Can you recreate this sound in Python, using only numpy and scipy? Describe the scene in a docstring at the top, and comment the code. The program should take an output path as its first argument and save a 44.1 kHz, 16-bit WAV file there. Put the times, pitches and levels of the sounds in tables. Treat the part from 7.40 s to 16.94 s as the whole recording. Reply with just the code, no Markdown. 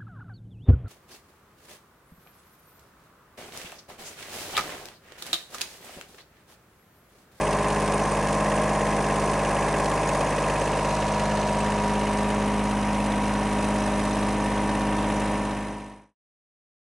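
"""Diesel air compressor in a yard

A three-cylinder engine idles: exhaust and housing drone on the orders (multiples) of its working cycle,
the block knocks, valves and injectors clatter, loose panels rattle. The hand-held microphone sways at the
control panel, then backs off to about 1.6 m: the colour changes, a boom swells, and the sound fades out."""
import sys
import numpy as np
from scipy.fft import rfft, irfft, next_fast_len
from scipy.io import wavfile
from scipy.ndimage import map_coordinates

SR = 44100
rng = np.random.default_rng(int(sys.argv[2]) if len(sys.argv) > 2 else 0)


def pcm_store(signal):
    """Save signal as 16-bit PCM."""
    levels = np.round(np.clip(np.atleast_2d(signal), -1, 1) * 32767)
    wavfile.write(sys.argv[1], SR, levels.astype(np.int16).T)


N = 420713
TIME = np.arange(N) / SR
AGE = np.arange(SR // 40) / SR  # the life of one blow [s]
CYCLE_HZ = 17.167  # working cycles a second, three firings each
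CYCLES = int(N / SR * CYCLE_HZ)
YARD_M = 1.226  # from this distance on, the microphone hears the colour of the open yard
MAIN_ORDERS = (12, 24, 36, 56, 104)  # three booms, rotor whine, drive whine

# microphone path, back from its closest point to the panel: (time [s], distance [m])
MIC_PATH = [(0, 0.18), (.4, 0.31), (1.15, 0.0063), (1.8, 0.23), (2.3, 0.11), (2.8, 0.31), (3.7, 0.77),
            (4.6, 1.1), (5.6, 1.28), (6.5, 1.46), (7.8, 1.57)]
# the microphone's two ports: (frequency [Hz], left minus right [dB], left lead [rad])
MIC_PORTS = [(60, 0, 0), (1700, 0, 0), (2600, -.1, -.03), (3500, -3, -.35), (6700, -2.2, -.25),
             (9300, -1.2, -1.2), (12000, -2, -1.7)]
# the main orders swell and sink on the way through the yard's standing waves: (time [s], level [dB])
BOOM = [(0.0, -37), (0.4, -32.5), (0.8, -34), (1.1, -31.5), (2.3, -35.5), (2.55, -40), (3.25, -39.5),
        (3.8, -32), (4.9, -28), (7.75, -29.5)]
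BOOM_OCTAVE = [(0.0, -35.5), (0.55, -34), (0.9, -52), (1.05, -52.5), (1.45, -40), (1.85, -35.5),
               (2.1, -45.5), (2.35, -34.7), (2.85, -46), (3.35, -43), (3.7, -49.5), (3.95, -41.1),
               (4.5, -36), (5.2, -37), (5.45, -47), (6.1, -39.5), (7.75, -40)]
BOOM_TWELFTH = [(0.0, -30), (0.45, -43), (1.2, -31), (1.7, -37), (4.0, -34), (4.35, -40.5), (5.0, -39.0),
                (5.45, -48), (6.5, -35.5), (7.2, -45), (7.75, -41.5)]
ROTOR_WHINE = [(0.0, -35), (0.5, -38.5), (0.95, -36.5), (2.5, -35.5), (4.45, -31), (5.05, -37),
               (5.75, -34.5), (6.75, -38), (7.3, -34.5), (7.75, -35)]
DRIVE_WHINE = [(0, -62), (3.8, -54), (4.9, -46), (5.3, -58), (6.1, -47), (7.4, -45.5), (7.9, -44.5)]
# drone at three microphone spots: (order [rounded in use], panel [dB], midway [dB], yard [dB])
DRONE_ORDERS = [(3, -36.5, -36.5, -35.5), (6, -42, -40, -41), (7, -56.5, -47.5, -43), (8, -43.5, -43, -47),
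                (9, -36, -36.5, -43.5), (13, -56, -46.5, -51.5), (15, -45, -47, -39),
                (17, -46.5, -50, -44.5), (21, -43, -45.5, -50), (26, -43.5, -44.5, -49.5),
                (30, -48, -41.5, -43.5), (32, -41, -41, -45), (33, -37.5, -42.5, -45.5),
                (39, -41, -40, -59), (42, -50.5, -44, -49), (44, -44, -42, -46), (45, -54, -41, -43),
                (46, -39, -48.5, -54), (48, -44.5, -52.5, -43.5), (52, -48.5, -42.5, -70.5),
                (53, -43, -45.5, -45.5), (57, -61, -41.5, -50), (60, -38.5, -47.5, -52.5),
                (61, -37, -47.5, -54.5), (62, -48.5, -44.5, -47), (89.2, -53, -60, -52.5),
                (91.3, -59.5, -61, -52), (96.2, -46, -61, -72), (99.1, -49.5, -46, -67)]
# a weaker housing overtone and its reflection:
# (order, level at panel [dB], slope [dB/m], first node [m], node spacing [m], reflected share [0-1])
STANDING_WAVES = [(18, -44, 5.5, 1, 2.9, 0.46)]
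# relative colour of block and of valve gear: (frequency [Hz], panel [dB], midway [dB], yard [dB])
BLOCK_COLOUR = [(25.2, -77, -79.5, -77), (79.8, -69.5, -66.5, -69), (130, -66, -70.5, -64),
                (215, -60.5, -59, -57.5), (350, -64.5, -70, -62.5), (453, -57.5, -57.5, -62.5),
                (583, -57.5, -56.5, -57), (801, -57.5, -60, -61.5), (950, -63, -61, -57.5),
                (1094, -57.5, -63, -59.5), (1368, -70.5, -67, -68), (1760, -67, -71, -68),
                (2120, -69.5, -69.5, -68.5), (2526, -72, -72, -70.5), (3268, -86.5, -75.5, -74)]
VALVE_COLOUR = [(3140, -73.5, -86, -92.5), (3870, -78.5, -76, -76.5), (4460, -78, -79.5, -83),
                (5200, -77, -80, -80), (6180, -77.5, -83, -85), (6980, -79, -82, -84),
                (8860, -78, -84.5, -82.5), (9690, -76, -82, -77.5), (11260, -87, -95.5, -92.5),
                (12450, -105, -103, -103)]
# mechanical blows: (place in cycle [0-1], relative level [dB], decay before stretching [s])
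BLOWS = [(.19, 3, 0.0037), (.255, -3.5, 0.004), (.33, -2.5, 0.0039), (.53, -3, 0.006), (.615, -4.5, 0.0033),
         (.71, -8.5, .003), (.865, 0, 0.0032), (0.96, 2.5, 0.0028)]
# part of the knock that is alike in every cycle: (frequency [Hz], power share [0-1])
KNOCK_REPEAT = [(100, .65), (400, .55), (900, .58), (1500, .38), (3000, .22)]
# left-right likeness of the clatter: (frequency [Hz], correlation [0-1])
CLATTER_LIKENESS = [(2500, .85), (3300, .7), (4500, .72), (6500, .74), (8500, .7), (12500, .5)]
# rockers and springs:
# (place in cycle [0-1], frequency [Hz], half width [Hz], panel [dB], midway [dB], yard [dB])
VALVE_RINGS = [(.12, 6500, 380, -63.5, -56, -63), (.17, 9390, 302, -56.5, -65, -62),
               (.2, 3500, 792, -62, -58, -57.5), (.52, 5810, 801, -57, -60.5, -57.5),
               (.85, 5820, 800, -58.5, -55, -61), (.855, 8880, 1103, -53.5, -55.5, -57)]
# the three injectors: (place in cycle [0-1], relative level [dB])
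INJECTIONS = [(.265, 3.5), (.64, 3), (.935, 3.5)]
# fuel line resonances: (frequency [Hz], half width [Hz], panel [dB], midway [dB], yard [dB])
FUEL_LINES = [(6010, 300, -55, -55, -55.5), (6790, 150, -54.5, -60.5, -60.5), (8900, 370, -51, -62.5, -62),
              (9600, 400, -59.5, -60, -58.5)]
# one more of them, flaring twice as the microphone backs away: (time [s], level [dB])
FUEL_SIZZLE = [(0, -61), (3.85, -57.5), (4.15, -51.5), (4.47, -58), (4.75, -53), (5, -57.5)]
# a steel part under the valve blows: (frequency [Hz], relative level [dB], decay [s])
CLINK_MODES = [(2542, -1, .007), (2676, -0.5, .007), (2910, -0.5, 0.0027), (3155, -2.5, 0.0021)]
# the blows that reach it: (place in cycle [0-1], relative level [dB])
CLINK_BLOWS = [(.195, 2), (0.251, -1), (.55, -6.5), (.89, -7)]
# loose panels, from the closest spot: (place in cycle [0-1], frequency [Hz], level [dB])
PANEL_KNOCKS = [(.17, 1835, -48), (.52, 2085, -50.5), (.92, 1750, -49.5)]
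# single harder hits on steel: (time [s], frequency [Hz], level [dB])
HARD_TICKS = [(.54, 9000, -30), (.714, 8450, -30), (2.684, 6650, -33), (3.207, 6300, -35),
              (3.212, 8300, -32), (4.207, 8200, -34), (4.79, 8300, -38)]


def boom_and_whine(cycle):
    """The housing booms on three orders; the rotor holds a clean whine, the drive a thinner one."""
    levels = [BOOM, BOOM_OCTAVE, BOOM_TWELFTH, ROTOR_WHINE, DRIVE_WHINE]
    return sum(amp(over_time(level)) * order_tone(order, cycle, waver_db=0.5, slip=.018)
               for order, level in zip(MAIN_ORDERS, levels))


def drone(cycle, shares):
    """Firing pulses and housing panels sound on whole orders of the cycle."""
    return sum((amp(dbs) @ shares) * order_tone(round(order), cycle) for order, *dbs in DRONE_ORDERS)


def block_knock(cycle, shares, metres):
    """Combustion and piston blows shake the block: partly alike in every cycle, partly new."""
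    weights = np.array([wobble(0.701) for _ in range(3)])  # the mix of weak orders drifts slowly
    weak_orders = sum(w * block_vibration(cycle) for w in weights) / np.linalg.norm(weights, axis=0)
    same = filtered(weak_orders, lambda hz: np.sqrt(over_hz(KNOCK_REPEAT, hz)))
    noise = np.sqrt(5) * rng.standard_normal(N)  # wider in band than the orders, so driven harder
    fresh = filtered(noise, lambda hz: np.sqrt(1 - over_hz(KNOCK_REPEAT, hz)))
    struck = 0.16 / (1 + metres / YARD_M)  # the yard's echoes smooth the blows
    force = np.sqrt(1 - struck + struck * blow_power(cycle, scatter_db=0.5, attack=.0005, stretch=0.64))
    throb_db = 0.5 * (1 - shares[2]) * np.cos(2 * np.pi * (3 * cycle - 0.044))  # each firing, close up
    level_db = -28 - 2.5 * np.minimum(metres, YARD_M)
    body = amp(level_db) * coloured((same + fresh) * force * amp(throb_db), BLOCK_COLOUR, shares)
    low_mids = filtered(body, lambda hz: bell(hz, 330, 56))
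    return body - 0.56 * bell(metres, 1.27, .15) * low_mids  # a hollow spot 1.27 m back


def block_vibration(cycle, size=4096):
    """The block shakes alike in every cycle on the weak orders between the strong ones."""
    spectrum = np.exp(2j * np.pi * rng.random(size // 2 + 1))
    strong = [*MAIN_ORDERS] + [round(row[0]) for row in [*DRONE_ORDERS, *STANDING_WAVES]]
    spectrum[[0, *strong]] = 0
    spectrum[size // 16:] = 0
    return unit(np.interp(cycle % 1 * size, np.arange(size), irfft(spectrum), period=size))


def standing_wave(cycle, metres):
    """A housing overtone meets its own reflection and sinks as the microphone passes a node."""
    out = np.zeros(N)
    for order, db, db_per_m, node, spacing, reflected in STANDING_WAVES:
        phase = 2 * np.pi * (metres - node) / spacing
        pattern = np.sqrt(1 + reflected ** 2 - 2 * reflected * np.cos(phase))
        out += amp(db + db_per_m * metres) * pattern * order_tone(round(order), cycle)
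    return out


def valve_clatter(cycle, shares, struck=0.51, grit_db=2):
    """Valves and injectors tick over the hiss of the cooling air, partly different left and right."""
    power = blow_power(cycle, scatter_db=4.0, attack=.0004, stretch=1.7)
    ticks = unit(np.sqrt(power) * amp(grit_db * wobble(600)))
    noise = rng.standard_normal((2, N)) * np.sqrt(1 - struck + struck * ticks ** 2)
    spread = lambda hz: np.arccos(over_hz(CLATTER_LIKENESS, hz)) / 2
    mid, side = filtered(noise, lambda hz: np.array([np.cos(spread(hz)), np.sin(spread(hz))]))
    level = amp([-41, -41.5, -44.5]) @ shares  # panel, midway, yard
    return level * coloured(np.array([mid + side, mid - side]), VALVE_COLOUR, shares)


def valve_rings(cycle, shares):
    """Rockers and springs each chatter briefly in their own resonance when their blow falls."""
    return sum((amp(dbs) @ shares) * struck_part(cycle, place, hz, width)
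               for place, hz, width, *dbs in VALVE_RINGS)


def injectors(cycle, shares):
    """Each injection rings all the resonances of the fuel lines."""
    def pipe(hz, width):
        return unit(sum(amp(db) * struck_part(cycle, place, hz, width) for place, db in INJECTIONS))
    sizzle = amp(over_time(FUEL_SIZZLE)) * pipe(hz=8200, width=270)
    return sizzle + sum((amp(dbs) @ shares) * pipe(hz, width) for hz, width, *dbs in FUEL_LINES)


def clink(cycle, metres, attack=0.00034, scatter_db=2, detune=0.007, slip=.13):
    """Valve blows ring a few steel modes, a little different in strength and pitch each time."""
    out = np.zeros(N)
    chance = lambda: rng.standard_normal((CYCLES, 1))
    for place, blow_db in CLINK_BLOWS:
        detuned_age = AGE * (1 + detune * chance())
        ring = 0
        for hz, db, decay in CLINK_MODES:
            envelope = amp(db + scatter_db * chance()) * np.exp(-AGE / decay)
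            ring += envelope * sine(hz * detuned_age + rng.random() + slip * chance())
        out += amp(blow_db) * each_cycle(cycle, place, ring * (1 - np.exp(-AGE / attack)), jitter_s=0)
    gap_db = 4.1 * bell(metres, 0.53, 0.18)  # loudest with the microphone in line with a gap
    return amp(-45.5 - 3.5 * metres + gap_db) * unit(out)


def loose_panels(cycle, metres, db_per_m=-2.5):
    """Loose panels give short ringing knocks, now hard, now hardly at all."""
    knocks = sum(amp(db) * struck_part(cycle, place, hz, width=290, scatter_db=5.0)
                 for place, hz, db in PANEL_KNOCKS)
    return amp(db_per_m * metres) * knocks


def hard_ticks():
    """Now and then a steel part is hit harder and stands out."""
    out = np.zeros(N)
    for start, hz, db in HARD_TICKS:
        out[round(start * SR):][:len(AGE)] += amp(db) * chatter(hz, width=250, count=1)[0]
    return out


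def crank(drift=0.0006, flutter=0.0009):
    """Working cycles elapsed; the governor holds the speed almost steady."""
    return np.cumsum(CYCLE_HZ * (1 + drift * wobble(1.5) + flutter * wobble(20))) / SR


def order_tone(order, cycle, waver_db=1.15, slip=0.046):
    """One order of the cycle; level and phase waver more with pitch, up to 500 Hz."""
    unsteady = min(order * CYCLE_HZ / 500, 1)
    lag = order ** 2 / 10.4  # silencer and housing delay each order differently, smearing the pulses
    level = amp(unsteady * waver_db * wobble(9))
    return level * sine(order * cycle - lag + unsteady * slip * wobble(12))


def blow_power(cycle, scatter_db, attack, stretch):
    """Power of the blows that recur in each cycle, each time with a new force; mean 1."""
    power = np.zeros(N)
    for place, db, decay in BLOWS:
        force = amp(db + scatter_db * rng.uniform(-1.1, 1, (CYCLES, 1)))
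        envelope = (1 - np.exp(-AGE / attack)) * np.exp(-AGE / (decay * stretch))
        power += each_cycle(cycle, place, (force * envelope) ** 2)
    return power / power.mean()


def struck_part(cycle, place, hz, width, scatter_db=3.0):
    """A resonance struck once a cycle, each time with a new force; rms 1."""
    force = amp(scatter_db * rng.uniform(-2.16, 1, (CYCLES, 1)))
    return unit(each_cycle(cycle, place, force * chatter(hz, width, count=CYCLES)))


def chatter(hz, width, count, attack=0.00096, decay=0.006):
    """Short noise bursts (rows) in one steel resonance."""
    resonance = bell(np.fft.rfftfreq(len(AGE), 1 / SR), hz, width)
    noise = unit(irfft(rfft(rng.standard_normal((count, len(AGE)))) * resonance, len(AGE)))
    return noise * (1 - np.exp(-AGE / attack)) * np.exp(-AGE / decay)


def each_cycle(cycle, place, shapes, jitter_s=.0003):
    """Lay one shape (a row) into every cycle at this place, slightly early or late."""
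    starts = np.interp(np.arange(CYCLES) + place, cycle, TIME) + jitter_s * rng.standard_normal(CYCLES)
    index = np.abs(starts * SR).astype(int)[:, None] + np.arange(len(AGE))
    return np.bincount(index.ravel(), shapes.ravel(), N)[:N]


def mic_shares(metres):
    """Shares (3 x N) of the sound heard at the panel, midway and in the yard."""
    way_out = np.clip(metres / YARD_M, 0, 1) ** 1.9  # the panel's colour holds at first
    return np.clip(1 - np.abs(2 * way_out - np.arange(3)[:, None]), 0, 1)


def mic_ports(hz):
    """Level and phase at the left and right port, half of the difference on each side."""
    f, db, lead = np.transpose(MIC_PORTS)
    half = np.array([[.5], [-.5]])
    return amp(half * over_hz(np.c_[f, db], hz)) * np.exp(1j * half * over_hz(np.c_[f, lead], hz))


def coloured(x, table, shares):
    """Give x the colour heard at each microphone spot; the band ends steeply at the table's edges."""
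    f, *spots = np.transpose(table)
    edges = lambda hz: 1 / np.sqrt((1 + (hz / f[-1]) ** 16) * (1 + (f[0] / (hz + 1)) ** 16))
    return sum(share * unit(filtered(x, lambda hz: edges(hz) * amp(over_hz(np.c_[f, db], hz))))
               for share, db in zip(shares, spots))


def filtered(x, response):
    """x through a response of frequency."""
    size = next_fast_len(N + 8192, True)
    return irfft(rfft(x, size) * response(np.fft.rfftfreq(size, 1 / SR)), size)[..., :N]


def wobble(rate):
    """A smooth random curve, rate knots a second."""
    coarse = TIME[::64]
    knots = rng.standard_normal(int(TIME[-1] * rate) + 4)
    return np.interp(TIME, coarse, map_coordinates(knots, [coarse * rate]))


def over_hz(points, hz):
    """(frequency, value) points read on a log axis."""
    f, values = np.transpose(points)
    return np.interp(np.log(hz + 1), np.log(f + 1), values)


def over_time(points):
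    """(time, value) points read at every sample."""
    return np.interp(TIME, *np.transpose(points))


def sine(turns):
    """A sine of rms 1."""
    return np.sqrt(2) * np.sin(2 * np.pi * turns)


def bell(x, centre, half_width):
    """A smooth bump of height 1."""
    return np.exp(-((x - centre) / half_width) ** 2)


def amp(db):
    """Decibels to gain."""
    return 10 ** (np.asarray(db) / 20)


def unit(x):
    """Scale to rms 1."""
    return x / np.sqrt(np.mean(x ** 2) + 1e-20)


def scene():
    """One crankshaft times the machine; the microphone's distance shapes levels and colours."""
    cycle, metres = crank(), over_time(MIC_PATH)
    shares = mic_shares(metres)
    tones = drone(cycle, shares) + standing_wave(cycle, metres) + boom_and_whine(cycle)
    steel = valve_clatter(cycle, shares) + valve_rings(cycle, shares) + injectors(cycle, shares)
    steel += clink(cycle, metres) + hard_ticks()
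    steel *= amp(1.4 * bell(TIME, 6.45, 0.6))  # the treble swells slightly, once
    knocks = block_knock(cycle, shares, metres) + loose_panels(cycle, metres)
    return filtered(tones + knocks + steel, mic_ports)


def record(dry):
    """A smooth fade to silence, three narrow notches in the treble, then the band limit."""
    fade_start_s, fade_end_s = 7.705, 8.756
    notches_hz, half_width_hz, top_hz = (3975, 4640, 5540), 22, 14500
    progress = np.clip((TIME - fade_start_s) / (fade_end_s - fade_start_s), 0, 1)
    fade = np.cos(np.pi / 2 * progress) ** 2
    notches = lambda hz: np.prod([(hz - f) / (hz - f - 1j * half_width_hz) for f in notches_hz], axis=0)
    return filtered(dry * fade, lambda hz: notches(hz) * (hz < top_hz))


dry = scene()
out = record(dry)
pcm_store(out)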